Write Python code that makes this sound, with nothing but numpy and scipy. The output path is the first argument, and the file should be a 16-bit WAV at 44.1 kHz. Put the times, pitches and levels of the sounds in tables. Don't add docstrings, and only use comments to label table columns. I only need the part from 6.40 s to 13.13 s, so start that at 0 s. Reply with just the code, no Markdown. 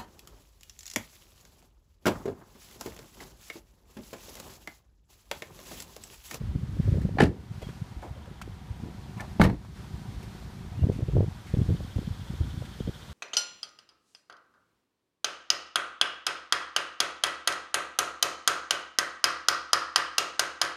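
import sys
import numpy as np
from scipy import signal
from scipy.fft import rfft, irfft, next_fast_len
from scipy.io import wavfile
from scipy.ndimage import uniform_filter1d

SR = 44100
rng = np.random.default_rng(int(sys.argv[2]) if len(sys.argv) > 2 else 0)


def invert_db(level):
    return 10 ** (np.asarray(level, dtype=float) / 20)


def inscribe(sig):
    pcm = np.round(np.clip(np.atleast_2d(sig).T, -1, 1) * 32767)
    wavfile.write(sys.argv[1], SR, pcm.astype(np.int16))


N = 296793
T = np.arange(N) / SR


def noise():
    return rng.standard_normal(N)


def unit(x):
    return x / np.sqrt(np.mean(x ** 2))


def dull(x, hz):
    return signal.sosfilt(signal.butter(4, hz, fs=SR, output="sos"), x)


def decay(t, t60):
    return np.exp(-np.log(1000) * t / t60)


def curves(table):
    s, *columns = np.transpose(table)
    return [np.interp(T, s, c) for c in columns]


def colour(points):
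    hz, db = np.transpose(points)
    size = next_fast_len(N)
    f = np.maximum(np.arange(size // 2 + 1) * SR / size, 1)
    gain = invert_db(np.interp(np.log(f), np.log(hz), db, -90, -90))
    return unit(irfft(rfft(noise(), size) * gain, size)[:N])


def ring(x, peaks):
    power = sum(invert_db(2 * db) * np.pi * width / SR for hz, width, db in peaks)
    out = 0
    for k, (hz, width, db) in enumerate(peaks):
        b, a = signal.iirpeak(hz, hz / width, SR)
        out = out + (-1) ** k * invert_db(db) * signal.lfilter(b, a, x)
    return out / np.sqrt(power)


def walk(rate):
    k = int(SR / rate)
    held = np.repeat(rng.standard_normal(N // k + 1), k)
    return 1.09 * uniform_filter1d(uniform_filter1d(held, k), k)[:N]


def strikes(s, db, t60, rise_s):
    power = np.zeros(N)
    for at, gain, ring_s in zip(s, invert_db(db), np.clip(t60, .005, 1)):
        i = slice(int(at * SR) + 1, int((at + 2 * ring_s) * SR))
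        t = T[i] - at
        power[i] += (gain * decay(t, ring_s) * (1 - np.exp(-t / rise_s))) ** 2
    return np.sqrt(power)


def swings(rows, point):
    out = np.zeros(N)
    for (s, db, hz, ms), turn in zip(rows, rng.random(len(rows))):
        i = slice(max(int((s - .06) * SR), 0), int((s + .06) * SR))
        t = T[i] - s
        bell = np.exp(-np.log(2) * np.abs(2000 * t / ms) ** point)
        out[i] += invert_db(db) * bell * np.cos(2 * np.pi * (hz * t + turn))
    return out


def scattered(gap_s, wind_db, db, growth, scatter_db):
    s = np.arange(0, T[-1] - gap_s, gap_s)
    late, size, spare = rng.standard_normal((len(s), 3)).T
    s = s + gap_s * np.minimum(np.abs(late) / 2, 1)
    light_wind_db = -40
    gust_db = growth * (wind_db[(s * SR).astype(int)] - light_wind_db)
    return s, db + gust_db + scatter_db * np.clip(size, -3, 1.5), spare


# start_s, level_db
WIND_LEVEL = [(0, -39), (.44, -33), (.52, -27.5), (.71, -31.5), (.95, -47), (1.25, -44), (2.3, -45.5),
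              (4.3, -43.5), (4.42, -32.5), (4.66, -39), (4.76, -25.5), (4.92, -49), (5.1, -45), (5.28, -31),
              (5.5, -43), (6.1, -38), (6.54, -49), (6.73, -45)]
# peak_s, level_db, pitch_hz, length_ms
GUST_POPS = [(.371, -24.5, 135, 2.8), (.401, -13.5, 149, 7.6), (.477, -19.5, 98, 48),
             (.491, -17, 109, 11.4), (.527, -11, 100, 7.9), (.571, -22, 145, 2.5), (.585, -15.5, 138, 6.9),
             (.62, -38, 107, 8.1), (.653, -14, 149, 8.7), (.69, -26, 149, 2.1), (4.415, -21, 126, 11),
             (4.428, -16, 89, 20), (4.443, -11, 105, 9.5), (4.47, -16.5, 171, 5.3),
             (4.498, -13.5, 136, 4.8), (4.59, -21.5, 170, 3.2), (4.629, -17.5, 103.5, 12.4),
             (4.689, -20, 128, 9.2), (4.754, -21, 190, 2.9), (4.767, -15.5, 119, 15),
             (4.791, -12.5, 99, 12.5), (4.807, -12, 110, 5.3), (4.83, -20.5, 105, 38),
             (5.141, -11.5, 95, 5.1), (5.173, -14, 113, 3.9), (5.191, -16.5, 115, 16),
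             (5.217, -13.5, 125, 6.9), (5.291, -14.5, 117, 7.4), (5.309, -15.5, 119, 6.6),
             (5.344, -23, 152, 14)]
# peak_s, level_db, length_ms
MORE_PUFFS = [(.014, -24, 6.3), (.056, -30, 9.7), (.095, -23, 16), (.159, -17, 7.8), (.235, -22.5, 8.5),
              (.755, -20.5, 5.1), (.899, -22, 9), (1.114, -25.5, 8.2), (1.271, -27, 5.8), (1.422, -22, 7.9),
              (1.573, -30, 23), (2.31, -24.5, 14), (2.436, -25.5, 4.1), (2.967, -33, 5.4), (3.773, -31, 24),
              (4.392, -29, 5.2), (4.537, -31, 7.2), (4.737, -22, 9), (4.865, -28, 7), (4.884, -20.5, 7.4),
              (5.407, -28, 6.2), (5.567, -17.5, 13.4), (5.591, -20, 5.3), (5.679, -20, 6), (5.712, -22, 13),
              (5.798, -26.5, 7.2), (5.904, -21.5, 7.3), (6.011, -15.5, 14), (6.028, -29, 16),
              (6.178, -23.5, 7.2), (6.409, -21.5, 5.9), (6.453, -27.5, 21), (6.478, -19.5, 3.9),
              (6.492, -22, 8), (.296, -35, 6.7), (.328, -28, 7.6), (.456, -34, 9.1), (1.184, -36, 11),
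              (1.231, -30.5, 13), (1.298, -30, 6.3), (1.36, -33.5, 11), (1.712, -28.5, 9.8),
              (1.916, -33.5, 5.6), (2.098, -33, 8.8), (2.342, -34, 14), (2.91, -34, 13),
              (3.544, -27.5, 10.5), (3.616, -33.5, 10), (3.69, -29.5, 12), (4.057, -33.5, 11),
              (4.356, -42, 7.5), (4.923, -32, 14), (5.101, -41, 15), (5.229, -23.5, 10), (5.264, -37, 4.5),
              (5.325, -21, 7.2), (5.451, -33.5, 5.1), (5.507, -43, 16), (5.94, -34, 8.6), (6.081, -29, 6.9),
              (6.144, -28.5, 5), (6.215, -25.5, 7.8)]
# peak_s, level_db, pitch_hz
EDDY_EDGES = [(0.017, -33.5, 420), (0.399, -28.5, 372), (0.479, -23, 365), (0.556, -26.5, 370),
              (.574, -24.5, 390), (.654, -27, 433), (.692, -25, 426), (0.773, -23, 562), (2.078, -31, 343),
              (4.44, -32, 473), (4.489, -22, 350), (4.499, -14.5, 385), (4.517, -28.5, 392),
              (4.594, -28, 385), (4.607, -28, 400), (4.686, -23.5, 358), (4.768, -15, 455),
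              (4.783, -15, 340), (4.807, -15, 457), (4.829, -21.5, 362), (4.844, -24, 360),
              (5.141, -21.5, 393), (5.202, -25.5, 340), (5.305, -23, 350), (5.406, -31.5, 526),
              (5.585, -28, 420), (6.223, -30, 530), (6.405, -24, 398), (6.475, -26, 410), (6.496, -26, 337),
              (0.162, -35, 340), (0.37, -29.5, 332), (0.52, -28, 340), (0.539, -27, 334), (.62, -30, 300),
              (0.918, -36, 345), (1.29, -32, 343), (2.486, -31, 330), (3.952, -37, 310), (4.102, -40, 290),
              (4.25, -35.5, 300), (4.453, -25, 327), (4.736, -29, 360), (4.756, -24, 345),
              (5.064, -40, 303), (5.19, -26, 320), (5.219, -28.5, 383), (5.263, -33, 320),
              (5.293, -24.5, 340), (5.349, -28, 315), (5.619, -30, 298), (5.631, -36, 380),
              (5.939, -33, 340), (6.147, -47, 297)]


def wind():
    wind_db = curves(WIND_LEVEL)[0]
    edge_cycles, snap_cycles = 0.8, 1.03
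    edges = swings([(s, db, hz, 1000 * edge_cycles / hz) for s, db, hz in EDDY_EDGES], 1.1)
    s, db, pitch = scattered(.009, wind_db, db=-53.5, growth=0.67, scatter_db=1)
    hz = 340 * np.exp(.15 * pitch)
    edges = edges + swings(list(zip(s, db, hz, 1000 * snap_cycles / hz)), 3.1)
    s, db, span = scattered(.024, wind_db, db=-39, growth=0.89, scatter_db=5)
    puffs = MORE_PUFFS + list(zip(s, db, 6.5 * np.exp(0.14 * span)))
    puff_swings = [(s, db, 104.8 * (10 / ms) ** 0.66, ms) for s, db, ms in puffs]
    pops = swings(GUST_POPS + puff_swings, 3.3)
    flutter_db = 1.8 * walk(45)
    rumble = colour([(20, -15), (55, 12.5), (100, 10.0), (170, -1.5), (260, -10.5), (400, -19.0)])
    bed = rumble * invert_db(wind_db - 0.53 + flutter_db)
    force = uniform_filter1d(np.abs(pops + bed), 500) / 0.13
    fine = colour([(150, -10.0), (260, 14.0), (400, -7.0), (600, -9.5), (850, -30), (1200, -37.0)])
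    rustle = fine * force ** 1.44 * invert_db(-34.5 + 4.7 * walk(90))
    return pops + dull(edges, 1280) + bed + rustle


# start_s, thud_db, tailpipe_db, tick_db
IDLE_WALK = [(0, -45, -64, -70), (1.4, -53, -62, -80), (1.9, -57, -60.5, -68.5), (2.9, -41.5, -57.5, -77),
             (3.3, -50, -66, -79), (3.4, -46, -59, -70), (4.3, -47.5, -60, -73), (5.0, -54, -60.5, -66),
             (5.4, -66, -60, -61.5), (6.73, -52, -61.5, -58.5)]
# pitch_hz, width_hz, level_db
EXHAUST_MODES = [(105, 31, 2), (205, 17, 4.5), (290, 35, -10.5), (385, 11, -7.5)]
TAILPIPE_MODES = [(743, 130, 12), (977, 89, 11.5)]
VALVE_MODES = [(3130, 550, 7), (3720, 410, 7.5), (4340, 810, -1)]
BAY_MODES = [(1470, 260, 0)]


def engine():
    thud_db, pipe_db, tick_db = curves(IDLE_WALK)
    turn = T * 13.542
    firing = np.floor(2 * turn + 0.1215).astype(int)
    scatter_db = 3.5 * np.clip(rng.standard_normal(firing[-1] + 1), -2, 1.2)
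    size = invert_db(scatter_db)[firing]
    pulses = size * (np.diff(firing, prepend=0) > 0)
    thud = unit(dull(ring(pulses, EXHAUST_MODES), 980)) + 0.24 * ring(noise(), EXHAUST_MODES)
    puff = size * np.exp(-((2 * turn + 0.087) % 1) / 0.26)
    pipe = unit(ring(ring((0.66 + puff) * noise(), TAILPIPE_MODES), TAILPIPE_MODES))
    from_tick = (turn - .72 + .5) % 1 - .5
    tick = 0.62 + np.exp(-(from_tick / 0.15) ** 2)
    valves = unit(ring(ring(tick * noise(), VALVE_MODES), VALVE_MODES))
    bay = unit(ring(ring(noise(), BAY_MODES), BAY_MODES))
    return invert_db(tick_db - 6.0) * bay + invert_db(thud_db) * thud + invert_db(pipe_db) * pipe + invert_db(tick_db) * valves


# start_s, level_db
ROAD_VIEW = [(0, -63), (.24, -63.5), (.5, -59), (.73, -64), (1.31, -60.5), (1.74, -65.5), (2.81, -61.5),
             (3.39, -60), (3.86, -59.5), (4.23, -61), (4.82, -62), (5.25, -58.5), (6.73, -57.5)]
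# pitch_hz, level_db (per Hz)
ROAR_SPECTRUM = [(150, 0), (250, -8.5), (501, -9.5), (646, -10), (754, -21), (1090, -9.5), (1500, -11.5),
                 (1800, -13), (3500, -20), (4550, -33), (7700, -120)]
HISS_SPECTRUM = [(1470, -3), (2500, -15.5), (3300, -3), (4200, 0), (4930, -2), (13000, -14), (14700, -14),
                 (15500, -21)]
# start_s, end_s, level_db
GAIN_DUCKS = [
    (0.87, 1.134, -4),
    (3.06, 3.356, -5),
]


def traffic():
    hiss_db = curves(ROAD_VIEW)[0]
    roar_db = -53.5 + 0.49 * (hiss_db - hiss_db.mean())
    duck_db = sum(np.interp(T, [a, a + 0.03, b - .04, b + 0.016], [0, db, db, 0]) for a, b, db in GAIN_DUCKS)
    flicker_db = .5 * walk(20)
    roar = colour(ROAR_SPECTRUM) * invert_db(roar_db - 1.78 + flicker_db)
    hiss = colour(HISS_SPECTRUM) * invert_db(hiss_db + flicker_db)
    return (roar + hiss) * invert_db(duck_db)


# start_s, end_s, pitch_hz, level_db
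SOLE_SCUFFS = [(0.408, .56, 1910, -60), (2.775, 2.87, 715, -53), (4.663, 4.744, 2580, -61.5),
               (1.66, 1.706, 560, -57), (1.744, 1.827, 514, -55.5), (1.847, 1.898, 560, -56),
               (2.426, 2.52, 620, -58.5), (4.307, 4.408, 670, -56.5)]


def scuffs():
    grit = invert_db(3.5 * walk(60)) * noise()
    out = np.zeros(N)
    for a, b, hz, db in SOLE_SCUFFS:
        swell = np.interp(T, [a, a + 0.02, b - .015, b], [0, 1, 1, 0])
        out += invert_db(db) * swell * ring(grit, [(hz, 0.32 * hz, 0)])
    return out


# peak_s, level_db, pitch_hz
WIND_RIPPLES = [(0.485, -34, 540), (.494, -37, 480), (.545, -29, 517), (.585, -34, 583), (1.916, -40, 360),
                (4.437, -31, 560), (4.47, -36, 560), (4.527, -37, 520), (4.545, -45, 450),
                (4.624, -36, 560), (4.635, -41, 480), (4.697, -33, 450), (4.762, -33, 554),
                (4.776, -33, 710), (4.792, -41, 640), (4.798, -39, 800), (4.815, -35, 700),
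                (4.835, -32, 520), (5.149, -32.5, 503), (5.167, -33, 420), (5.299, -32, 474),
                (5.315, -36, 420), (5.446, -44, 453), (5.565, -38, 560), (5.6, -43, 400),
                (6.485, -31.5, 500)]


def ripples():
    cycles = 1.29
    return swings([(s, db, hz, 1000 * cycles / hz) for s, db, hz in WIND_RIPPLES], 0.93)


# start_s, knock_db, knock_hz, tick_db, t60_s
STEP_CLICKS = [(1.217, -36, 560, -52, 0.069), (1.222, -46, 700, -49, 0.027), (1.619, -33.5, 776, -57, 0.18),
               (1.636, -36.5, 323, -71, 0.1), (1.625, -46.5, 1500, -58, 0.05), (1.647, -42, 730, -68, 0.22),
               (0.615, -51, 1790, -51.5, 0.047), (.632, -63, 1800, -57, 0.022),
               (1.288, -49.5, 1590, -58, .08), (4.024, -47, 800, -57, 0.027), (4.437, -45, 620, -66, 0.028),
               (1.858, -50, 1500, -52, 0.0092), (2.015, -31.5, 1350, -39.5, 0.018),
               (2.0185, -45, 2700, -41.5, 0.019), (2.023, -46, 2200, -52, 0.022),
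               (2.418, -32, 310, -74, 0.22), (2.455, -37, 257, -74, 0.06), (2.772, -38.5, 960, -57, 0.2),
               (2.778, -50, 2380, -65, 0.05), (2.83, -56, 755, -67, 0.09), (2.805, -61, 3500, -40.5, 0.031),
               (2.808, -38.5, 790, -64, 0.15), (2.861, -78, 3020, -59, .015),
               (3.248, -45.5, 1010, -57, 0.021), (3.828, -40.5, 447, -50, 0.04),
               (4.52, -79, 2000, -54.5, 0.22), (5.066, -48, 1770, -56.5, 0.43),
               (5.56, -63, 2000, -53, 0.041), (6.253, -50, 1900, -48.5, 0.03)]


def clicks():
    s, knock_db, hz, tick_db, t60 = np.transpose(STEP_CLICKS)
    bright = colour([(2000, 9.5), (3000, 0.5), (8000, -6.0), (15500, -15.5)])
    out = strikes(s, tick_db - 0.5, 2.0 * t60, 0.00037) * bright
    for k in range(len(s)):
        one = slice(k, k + 1)
        push = strikes(s[one], knock_db[one] + 3.0, t60[one], 0.41 * t60[k] ** 2) * noise()
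        push[int(s[k] * SR)] += invert_db(knock_db[k] + 21.0 - 200 * t60[k])
        near = slice(int(s[k] * SR), int((s[k] + .5) * SR))
        knock = ring(push[near], [(hz[k], min(0.5 * hz[k], 420.), 0)])
        out[near] += dull(knock, 1.22 * hz[k])
    return out


# pitch_hz, level_db (per Hz)
CRACK_SPECTRUM = [(1900, -18), (2500, 0.5), (3500, -6.5), (4500, -5), (6000, -12), (14300, -20.5),
                  (15600, -20)]


def slam(blows, thud, clank, boom, snap, first_hz, rest_hz, sag_s, top_hz):
    s, swing_db, clank_db, crack_db, t60 = np.transpose(blows)
    at = (s * SR).astype(int)
    hz = rest_hz + (first_hz - rest_hz) * np.exp(-(s - s[0]) / sag_s)
    near = slice(int(s[0] * SR), int((s[-1] + .5) * SR))
    t = np.maximum(T[near] - s[:, None], 0)
    fade = decay(t, 0.28 * t60[:, None])
    swing = invert_db(swing_db)[:, None] * fade * np.sin(2 * np.pi * hz[:, None] * t)
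    swing = rng.choice([-1, 1], len(s)) @ swing
    swing = dull(np.pad(swing, (near.start, N - near.stop)), 820)
    shove = strikes(s, swing_db - 8.5, boom * t60, 0.0038) * noise()
    shove[at] += invert_db(swing_db + 15.0)
    panel = dull(ring(shove, thud), 650)
    grit = invert_db(2.0 * walk(400))
    crack = grit * strikes(s, crack_db, snap * t60, 0.0022) * dull(colour(CRACK_SPECTRUM), top_hz)
    out = swing + panel + crack
    soft = (clank_db - 7.0, clank[:3], .95)
    hard = ((clank_db + crack_db) / 2, clank[3:], .7)
    for db, modes, hold in (soft, hard):
        push = grit * strikes(s, db, hold * t60, 0.0008) * noise()
        push[at] += invert_db(db + 14.5)
        out += dull(ring(push, modes), 4650)
    return out


# start_s, swing_db, clank_db, crack_db, t60_s
DOOR_BLOWS = [(.785, -18, -8, -40, 0.06), (.791, -23, -24, -48, 0.14), (.8005, -25, -24, -28, .02),
              (.8035, -7.5, -5, -23, 0.033), (.8055, -5, -17, -33, 0.048), (.812, -13.5, -18, -36, 0.19),
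              (.826, -1, -32, -44, 0.027), (.832, -7.5, -46, -28.5, 0.067), (.845, -41, -37, -50, 0.046),
              (.853, -16, -48, -37, 0.047), (.862, -33, -32, -44, .06), (.817, -31, -28, -35, 0.085),
              (.838, -13.5, -38, -51, 0.042)]
# pitch_hz, width_hz, level_db
DOOR_SKIN = [(76, 39, -2), (170, 20, 5.5), (281, 46, 1), (345, 48, -0.5), (420, 110, -5.5)]
DOOR_METAL = [(600, 430, -2), (786, 166, 8), (964, 440, -3.5), (1270, 300, -1.5), (1790, 180, 7.5),
              (2300, 270, -3.5), (2960, 340, -8), (4140, 200, -11), (4700, 180, -18)]


def side_door():
    return slam(DOOR_BLOWS, DOOR_SKIN, DOOR_METAL, boom=2.1, snap=0.6,
                first_hz=420, rest_hz=210, sag_s=0.049, top_hz=11600)


# start_s,
# level_db, pitch_hz, t60_s
PART_PINGS = [(.785, -20, 790, 0.054), (0.785, -39, 4230, .03), (.787, -31, 2290, .04),
              (.801, -36, 4830, 0.027), (.8035, -17, 700, .04), (2.9974, -15.5, 560, 0.046),
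              (3.0003, -4.5, 198.4, 0.073), (3.0002, -21.5, 75.4, .25), (3.0138, -19.5, 1170, 0.042),
              (3.0144, -18, 2200, 0.027), (2.798, -39, 1770, .09), (2.802, -45, 2290, .07)]


def pings():
    out = np.zeros(N)
    for s, db, hz, t60 in PART_PINGS:
        i = slice(int(s * SR) + 1, int((s + .4) * SR))
        t = T[i] - s
        out[i] += invert_db(db) * decay(t, t60) * np.sin(2 * np.pi * hz * t)
    return out


def cabin(x):
    t = T[:SR // 4]
    echoes = rng.standard_normal(len(t)) * decay(t, .16) * (t > .002)
    echoes = echoes / np.sqrt(np.sum(echoes ** 2))
    bright = signal.sosfilt(signal.butter(2, 420, "high", fs=SR, output="sos"), x)
    return x + invert_db(-11.5) * signal.fftconvolve(bright, echoes)[:N]


def rubbing(hz):
    waver_hz, grip_db = 60 * walk(200), 5 * walk(70)
    return invert_db(grip_db) * np.sin(2 * np.pi * np.cumsum(hz + waver_hz) / SR)


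# start_s, end_s, pitch_hz, level_db
STRUT_SQUEAKS = [
    (1.223, 1.262, 3260, -61),
    (1.267, 1.315, 3220, -60),
    (4.344, 4.387, 2560, -60),
    (4.38, 4.437, 2770, -61),
]


def squeaks():
    out = np.zeros(N)
    for a, b, hz, db in STRUT_SQUEAKS:
        out += invert_db(db) * np.interp(T, [a, a + .005, b - .005, b], [0, 1, 1, 0]) * rubbing(hz)
    return out


# pitch_hz, width_hz, level_db
STRIKER_PLATE = [(930, 75, -12), (1410, 70, -5.5), (1770, 65, 0), (2290, 62, -6), (2850, 120, -24)]
# start_s, level_db, t60_s
CATCH_TOUCHES = [
    (2.78, -56, .03),
    (2.796, -30.5, 0.054),
    (2.803, -41, .04),
    (2.816, -50, .05),
]


def latch():
    s, db, t60 = np.transpose(CATCH_TOUCHES)
    return ring(strikes(s, db, t60, .001) * noise(), STRIKER_PLATE)


# start_s, swing_db, clank_db, crack_db, t60_s
GATE_BLOWS = [(2.9972, -8, -11.5, -48, 0.034), (3.0005, -12, -22, -49, 0.15),
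              (3.0055, -15, -28, -37, 0.076), (3.0141, -1, -3.5, -16, 0.019),
              (3.018, -15, -22, -27.5, 0.052), (3.035, -11.5, -35, -32, 0.1),
              (3.046, -7, -12.5, -46, 0.087), (3.026, -8.5, -19, -46, 0.14), (3.053, -21, -29, -36, 0.026),
              (3.062, -23, -26, -58, 0.08), (3.074, -9.5, -31, -53, 0.036),
              (3.087, -15.5, -31.5, -58, 0.14), (3.097, -21, -29, -54, 0.063),
              (3.111, -17.5, -47, -60, 0.1), (3.128, -19.5, -48, -65, .09), (3.142, -36, -44, -65, 0.058)]
# pitch_hz, width_hz, level_db
GATE_SKIN = [(77, 81, -3.5), (138, 51, -2), (199, 22, -1), (306, 39, -6.5), (372, 150, -16)]
GATE_METAL = [(520, 95, 6), (700, 52, 9), (900, 140, 5.5), (1170, 30, -5), (1410, 300, -6), (1840, 300, -4),
              (2200, 160, -6), (2800, 140, -32), (3820, 180, -19), (4250, 200, -22.5)]


def tailgate():
    return slam(GATE_BLOWS, GATE_SKIN, GATE_METAL, boom=1.3, snap=0.92,
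                first_hz=420, rest_hz=193, sag_s=0.002, top_hz=16000)


def scene():
    slams = cabin(side_door() + tailgate())
    air = wind() + ripples() + traffic()
    car = engine() + squeaks() + latch() + pings()
    feet = clicks() + scuffs()
    return (air + car + feet + slams)[None]


def low_pass(x):
    return signal.sosfilt(signal.butter(12, 15350, fs=SR, output="sos"), x)


def record(dry):
    x = signal.sosfilt(signal.butter(2, 35, "high", fs=SR, output="sos"), dry)
    top = 2.0
    return low_pass(top * np.tanh(x / top))


dry = scene()
out = record(dry)
inscribe(out)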